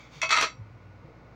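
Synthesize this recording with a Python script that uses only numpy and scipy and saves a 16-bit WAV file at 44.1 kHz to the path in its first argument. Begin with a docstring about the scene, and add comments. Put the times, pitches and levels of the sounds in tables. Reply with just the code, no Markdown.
"""A faint ceramic ring dies away, then the rims scrape softly as a plate is lowered past a second dish.
The plate clinks against the dish, chatters on its foot ring and lands flat on a tiled floor. Each impact
is a burst of noise, and those of the clink and chatter excite damped modes of both pieces. The hard
walls of the small, quiet room answer; mains hum, room noise, soft thumps, a low drone and a rustle
lie beneath."""
import sys
import numpy as np
from scipy import signal
from scipy.fft import rfft, irfft, next_fast_len
from scipy.io import wavfile
from scipy.ndimage import map_coordinates

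SR = 44100
rng = np.random.default_rng(int(sys.argv[2]) if len(sys.argv) > 2 else 0)


def generate_wav(sig):
    """Save sig (samples, or channels by samples) to the path in sys.argv[1] as 16-bit PCM at SR."""
    pcm = np.round(np.clip(np.atleast_2d(sig).T, -1, 1) * 32767).astype(np.int16)
    wavfile.write(sys.argv[1], SR, pcm)


N = 59535
TIME = np.arange(N) / SR


def amp(db):
    """Decibels to amplitude ratio."""
    return 10 ** (np.asarray(db) / 20)


def unit(x):
    """Normalisation to rms 1."""
    return x / np.sqrt(np.mean(x ** 2) + 1e-20)


def along(points, hz):
    """Interpolation of (Hz, value) points on a logarithmic frequency axis."""
    f, v = np.transpose(points)
    return np.interp(np.log(hz + 1), np.log(f + 1), v)


def filtered(x, response):
    """Linear filtering: the spectrum of x times a frequency response."""
    m = next_fast_len(N + SR // 2)
    return irfft(rfft(x, m) * response(np.fft.rfftfreq(m, 1 / SR)), m)[:N]


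def noise(spectrum):
    """Spectral shaping: white noise takes on a colour, at rms 1."""
    return unit(filtered(rng.standard_normal(N), lambda hz: amp(along(spectrum, hz))))


def fade(t, t60):
    """Exponential damping: 60 dB lost in t60 seconds."""
    return np.exp(-np.log(1000) * t / np.maximum(t60, 1e-3))


def struck(rise_s, t60, t=TIME):
    """Impact envelope: quick rise, exponential decay."""
    return (1 - np.exp(-t / rise_s)) * fade(t, t60)


def at(s, x):
    """A delay of s seconds."""
    return np.pad(x, (max(round(s * SR), 0), 0))[:N]


def wobble(knots_per_s):
    """Random modulation: a smooth curve through random knots."""
    return map_coordinates(rng.standard_normal(256), [TIME * knots_per_s], mode="wrap")


def gains(rows):
    """Amplitude envelopes, one per dB column after the time; silent after the last row."""
    s, *columns = np.transpose(rows)
    return [amp(np.interp(TIME, s, db, right=-120)) for db in columns]


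# Partials of the hum. Each row: frequency in Hz, rms level in dB.
HUM_PARTIALS = [(58.8, -60.5), (118.4, -61), (177, -64), (237, -67.5), (296, -73.5), (1464, -71)]
# Room noise. Each row: frequency in Hz, relative spectral density in dB.
AIR_SPECTRUM = [(15, -63), (25, -33), (50, -17.5), (80, -30), (105, -7), (150, -7), (205, -18),
                (330, -11.5), (390, -20), (450, -12), (650, -17.5), (1250, -18.5), (1650, -26.5),
                (2200, -22), (3100, -36), (4300, -36.5), (6500, -44.5), (8500, -58), (12000, -65.5),
                (16000, -51)]

def background():
    """Superposition: steady partials of mains hum over broadband room noise."""
    hum = sum(amp(db) * np.sqrt(2) * np.sin(2 * np.pi * (hz * TIME + rng.random()))
              for hz, db in HUM_PARTIALS)
    return hum + amp(-55.5) * noise(AIR_SPECTRUM)


# Course of the rustle. Each row: time in seconds, level in dB.
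RUSTLE_LEVELS = [(.98, -69.5), (1.05, -55), (1.11, -55), (1.16, -61), (1.27, -57.5), (1.35, -60)]
# Its colour. Each row: frequency in Hz, relative spectral density in dB.
RUSTLE_SPECTRUM = [(120, -5), (220, -15), (310, -3), (380, -6), (450, 0), (560, -6), (1100, -15),
                   (1700, -33), (6000, -48), (12000, -84)]

def rustle():
    """Friction noise, dull and faint, as the hand draws back."""
    level, = gains(RUSTLE_LEVELS)
    return level * noise(RUSTLE_SPECTRUM)


# Course of the drone. Each row: time in seconds, level in dB.
DRONE_LEVELS = [(.6, -82), (.66, -52), (.72, -46.5), (.79, -54), (.87, -48), (1.01, -51), (1.08, -59)]

def drone(hz=97.5):
    """Beating: a low tone lingers after the strongest thump and interferes with the hum."""
    level, = gains(DRONE_LEVELS)
    return level * np.sin(2 * np.pi * hz * TIME)


# Soft thumps. Each row: start in seconds, pitch in Hz, level in dB, rise and t60 in seconds.
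LOW_THUMPS = [(0.144, 143, -44.5, 0.028, .12), (.268, 124, -46, 0.021, 0.12),
              (0.577, 119, -37, 0.024, 0.084), (0.602, 105, -34.5, 0.019, .14),
              (0.716, 115, -40, 0.019, .1), (1.034, 146, -44.5, 0.018, 0.16),
              (1.236, 113.6, -44.5, .02, 0.27)]

def thumps():
    """Damped oscillation: each low tone swells and booms briefly."""
    out = np.zeros(N)
    for start, hz, db, rise, t60 in LOW_THUMPS:
        swell = np.sin(np.pi / 2 * np.minimum(TIME / rise, 1)) ** 2
        decay = fade(np.maximum(TIME - rise, 0), t60)
        out += at(start, amp(db) * swell * decay * np.sin(2 * np.pi * hz * TIME))
    return out


# The opening ring. Each row: time in seconds, level of the hiss in dB, level of the modes in dB.
OPENING_LEVELS = [(0, -55.5, -51), (0.049, -58, -61.5), (.1, -63.5, -66), (.145, -53.5, -61),
                  (.21, -55.5, -62), (.24, -71, -61)]
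# Its hiss. Each row: frequency in Hz, relative spectral density in dB.
OPENING_SPECTRUM = [(400, -8), (700, -8), (1300, 0.5), (1700, -9), (2050, -4), (2270, 2.5), (2900, -10.5),
                    (3500, 1.5), (4000, -10.5), (4550, -8), (5200, -11), (6800, -10.5), (8500, -35),
                    (13000, -46), (15000, -26)]
# Its modes. Each row: frequency in Hz, relative level in dB.
OPENING_MODES = [(1345, -7.5), (2145, -1), (2277, 2.5), (3560, -13.5), (4570, -10)]

def opening_ring(wavers_per_s=31):
    """Modal decay: faint, wavering ceramic tones and a hiss fade, then lift a little with the scrape."""
    hiss_level, tone_level = gains(OPENING_LEVELS)
    tones = np.zeros(N)
    for hz, db in OPENING_MODES:
        waver = wobble(wavers_per_s) + 1j * wobble(wavers_per_s)
        tones += amp(db) * np.real(waver * np.exp(2j * np.pi * hz * TIME))
    return hiss_level * noise(OPENING_SPECTRUM) + tone_level * unit(tones)


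# Course of the slip. Each row: time in seconds, level in dB.
SLIP_LEVELS = [(.095, -84), (.125, -63), (.155, -56.5), (.2, -61), (.22, -80)]
# Its colour. Each row: frequency in Hz, relative spectral density in dB.
SLIP_SPECTRUM = [(1000, -29), (2050, -5), (2270, 2), (2500, -1), (2750, 4), (3050, -9), (3500, -2.5),
                 (4000, -6), (4570, 4), (5100, -14.5), (5800, 0), (7000, -12), (8300, -21), (10000, -26),
                 (13000, -37), (15000, -31)]

def slip():
    """Sliding friction: a short, bright scrape of the rim just before the clink."""
    level, = gains(SLIP_LEVELS)
    return level * noise(SLIP_SPECTRUM)


# Reverberation times of the room. Each row: frequency in Hz, t60 in seconds.
ROOM_DECAY = [(200, 0.16), (1000, 0.14), (3000, 0.16), (6000, 0.17), (9000, 0.1), (14000, 0.11)]

def walls(x, delay_s=0.008):
    """Reverberation: convolution with a diffuse tail that dies fastest in the high treble."""
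    hz, t, spectra = signal.stft(rng.standard_normal(SR // 2), SR, nperseg=256)
    damping = fade(t, along(ROOM_DECAY, hz)[:, None])
    _, tail = signal.istft(spectra * damping, SR, nperseg=256)
    return at(delay_s, signal.fftconvolve(x, tail / np.linalg.norm(tail)))


# The plate landing flat. Each row: start in seconds, level in dB.
LANDING_KNOCKS = [(0.41, -28), (0.4239, -28), (0.4282, -25)]
# One knock. Each row: frequency in Hz, relative spectral density in dB.
KNOCK_SPECTRUM = [(100, -35), (240, -21.5), (335, -1.5), (400, -0.5), (460, 3), (520, -10), (600, 4),
                  (700, 7), (820, -18), (1000, 4.5), (1600, -21), (4000, -46)]

def landing():
    """Impact noise: the full weight of the plate knocks on the tiles, and the walls reflect it."""
    envelope = struck(rise_s=0.00082, t60=0.059)
    knocks = sum(at(start, amp(db) * noise(KNOCK_SPECTRUM) * envelope) for start, db in LANDING_KNOCKS)
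    return knocks + amp(-8.5) * walls(knocks)


# Modes of the dish, of the plate, and of the plate standing hollow on its foot.
# Each row: frequency in Hz, relative level in dB, t60 in seconds.
DISH_MODES = [(2075, -7, .14), (2199, -6, .22), (2579, -3, .27), (3300, -15, .14), (3410, -14, .15),
              (4527, -14, .22), (5712, -17, .24), (6250, -19, .2)]
PLATE_MODES = [(942, -14, .14), (987, -11, .18), (1201, -12, .14), (1262, -2, .2), (1332, -4, .18),
               (1395, -14, .14), (1868, -11, .15), (1932, -14, .16), (2083, -6, .14), (2138, -11, .14),
               (2245, -11, .16), (2513, -11, .18), (2639, -12, .18), (3826, -14, .16), (3985, -16, .2),
               (4143, -19, .17), (4400, -15, .16), (4480, -17, .19), (5605, -17, .25), (5700, -18, .24),
               (6880, -26, .2), (7484, -22, .21), (7560, -26, .22), (7640, -28, .2), (8400, -36, .15),
               (9370, -37, .17)]
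FOOT_MODES = [(648.4, -0.5, 0.16), (1027, -1, 0.096), (1108, 3.5, 0.14), (1326, 1.5, 0.14)]

def ring(modes, scatter_db=1, waver_rad=0.42, wavers_per_s=110):
    """Free vibration: modes vary in strength with the contact point and in phase as the plate rocks."""
    t = TIME[:SR // 3]
    out = np.zeros(N)
    for hz, db, t60 in modes:
        waver = map_coordinates(rng.standard_normal(128), [t * wavers_per_s], order=1, mode="wrap")
        strength = amp(db + scatter_db * rng.standard_normal())
        envelope = struck(rise_s=0.00097, t60=t60, t=t)
        out[:len(t)] += strength * np.sin(2 * np.pi * hz * t + waver_rad * waver) * envelope
    return out


# The sharp tick and the clack of a contact. Each row: frequency in Hz, relative spectral density in dB.
TICK_SPECTRUM = [(1000, -24.5), (3000, 0.5), (6300, 3.5), (8500, -11.5), (11000, -23.5), (13500, -33),
                 (15000, -22), (16000, -31)]
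CLACK_SPECTRUM = [(200, -24), (330, -11), (500, -13), (800, -5), (1000, -0.5), (1400, 6), (1750, 0.5),
                  (2300, 5.5), (2900, -4.5), (3300, 1), (3650, -4.5), (4400, 0.5), (5250, -15), (5800, -2),
                  (6550, -19.5), (6900, -7), (7250, -21), (8200, -27.5), (10500, -37), (13500, -53),
                  (14800, -34), (16000, -53)]
# Contacts. Each row: start in seconds, then gains in dB of clack, dish, plate, foot and tick.
PLATE_CONTACTS = [ (0.2162, -29, -22.5, -42, -60, -26), (0.2277, -24.5, -34.5, -47, -32.5, -55),
                  (.2325, -24, -32.5, -45, -41.5, -50), (0.2917, -28, -27, -47, -50, -33),
                  (0.3053, -16.5, -26.5, -25, -38.5, -35), (0.3136, -21, -33, -25.5, -42, -25.5),
                  (0.3227, -18, -39.5, -25.5, -41.5, -40), (0.3277, -22, -36.5, -26.5, -46, -31),
                  (.3405, -26, -36, -29.5, -42, -33.5), (.3535, -28.5, -40.5, -24, -43.5, -38),
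                  (0.364, -21, -39, -27.5, -47, -26.5), (0.3718, -17.5, -32.5, -23.5, -38.5, -43),
                  (0.3828, -22, -38, -26, -43, -48), (0.3967, -29, -34.5, -27, -46.5, -52),
                  (0.4109, -18.5, -38, -35, -38.5, -19), (0.4242, -19.5, -40.5, -31.5, -40, -25.5),
                  (0.4283, -20, -34, -34.5, -41, -38), (0.4418, -28, -37, -38, -51, -31.5)]

def plate():
    """Impulsive excitation: each contact ticks, clacks and rings plate and dish; the walls answer."""
    out = np.zeros(N)
    for start, clack_db, dish_db, plate_db, foot_db, tick_db in PLATE_CONTACTS:
        tick = amp(tick_db) * noise(TICK_SPECTRUM) * struck(rise_s=0.0004, t60=0.02)
        clack = amp(clack_db) * noise(CLACK_SPECTRUM) * struck(rise_s=0.0015, t60=0.051)
        rings = amp(dish_db) * ring(DISH_MODES)
        rings += amp(plate_db) * ring(PLATE_MODES)
        rings += amp(foot_db) * ring(FOOT_MODES)
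        reverb = walls(amp(-4.5) * (tick + clack) + amp(-5.5) * rings)
        out += at(start, tick + clack + rings + reverb)
    return out


def scene():
    """Superposition: the pressures of all sources add at one point."""
    ceramic = plate() + landing() + opening_ring() + slip()
    return (ceramic + thumps() + drone() + rustle() + background())[None]


def record(dry, top_hz=15900):
    """Band limiting: an ideal low-pass filter removes the highest treble."""
    return np.array([filtered(x, lambda hz: hz < top_hz) for x in dry])


dry = scene()
out = record(dry)
generate_wav(out)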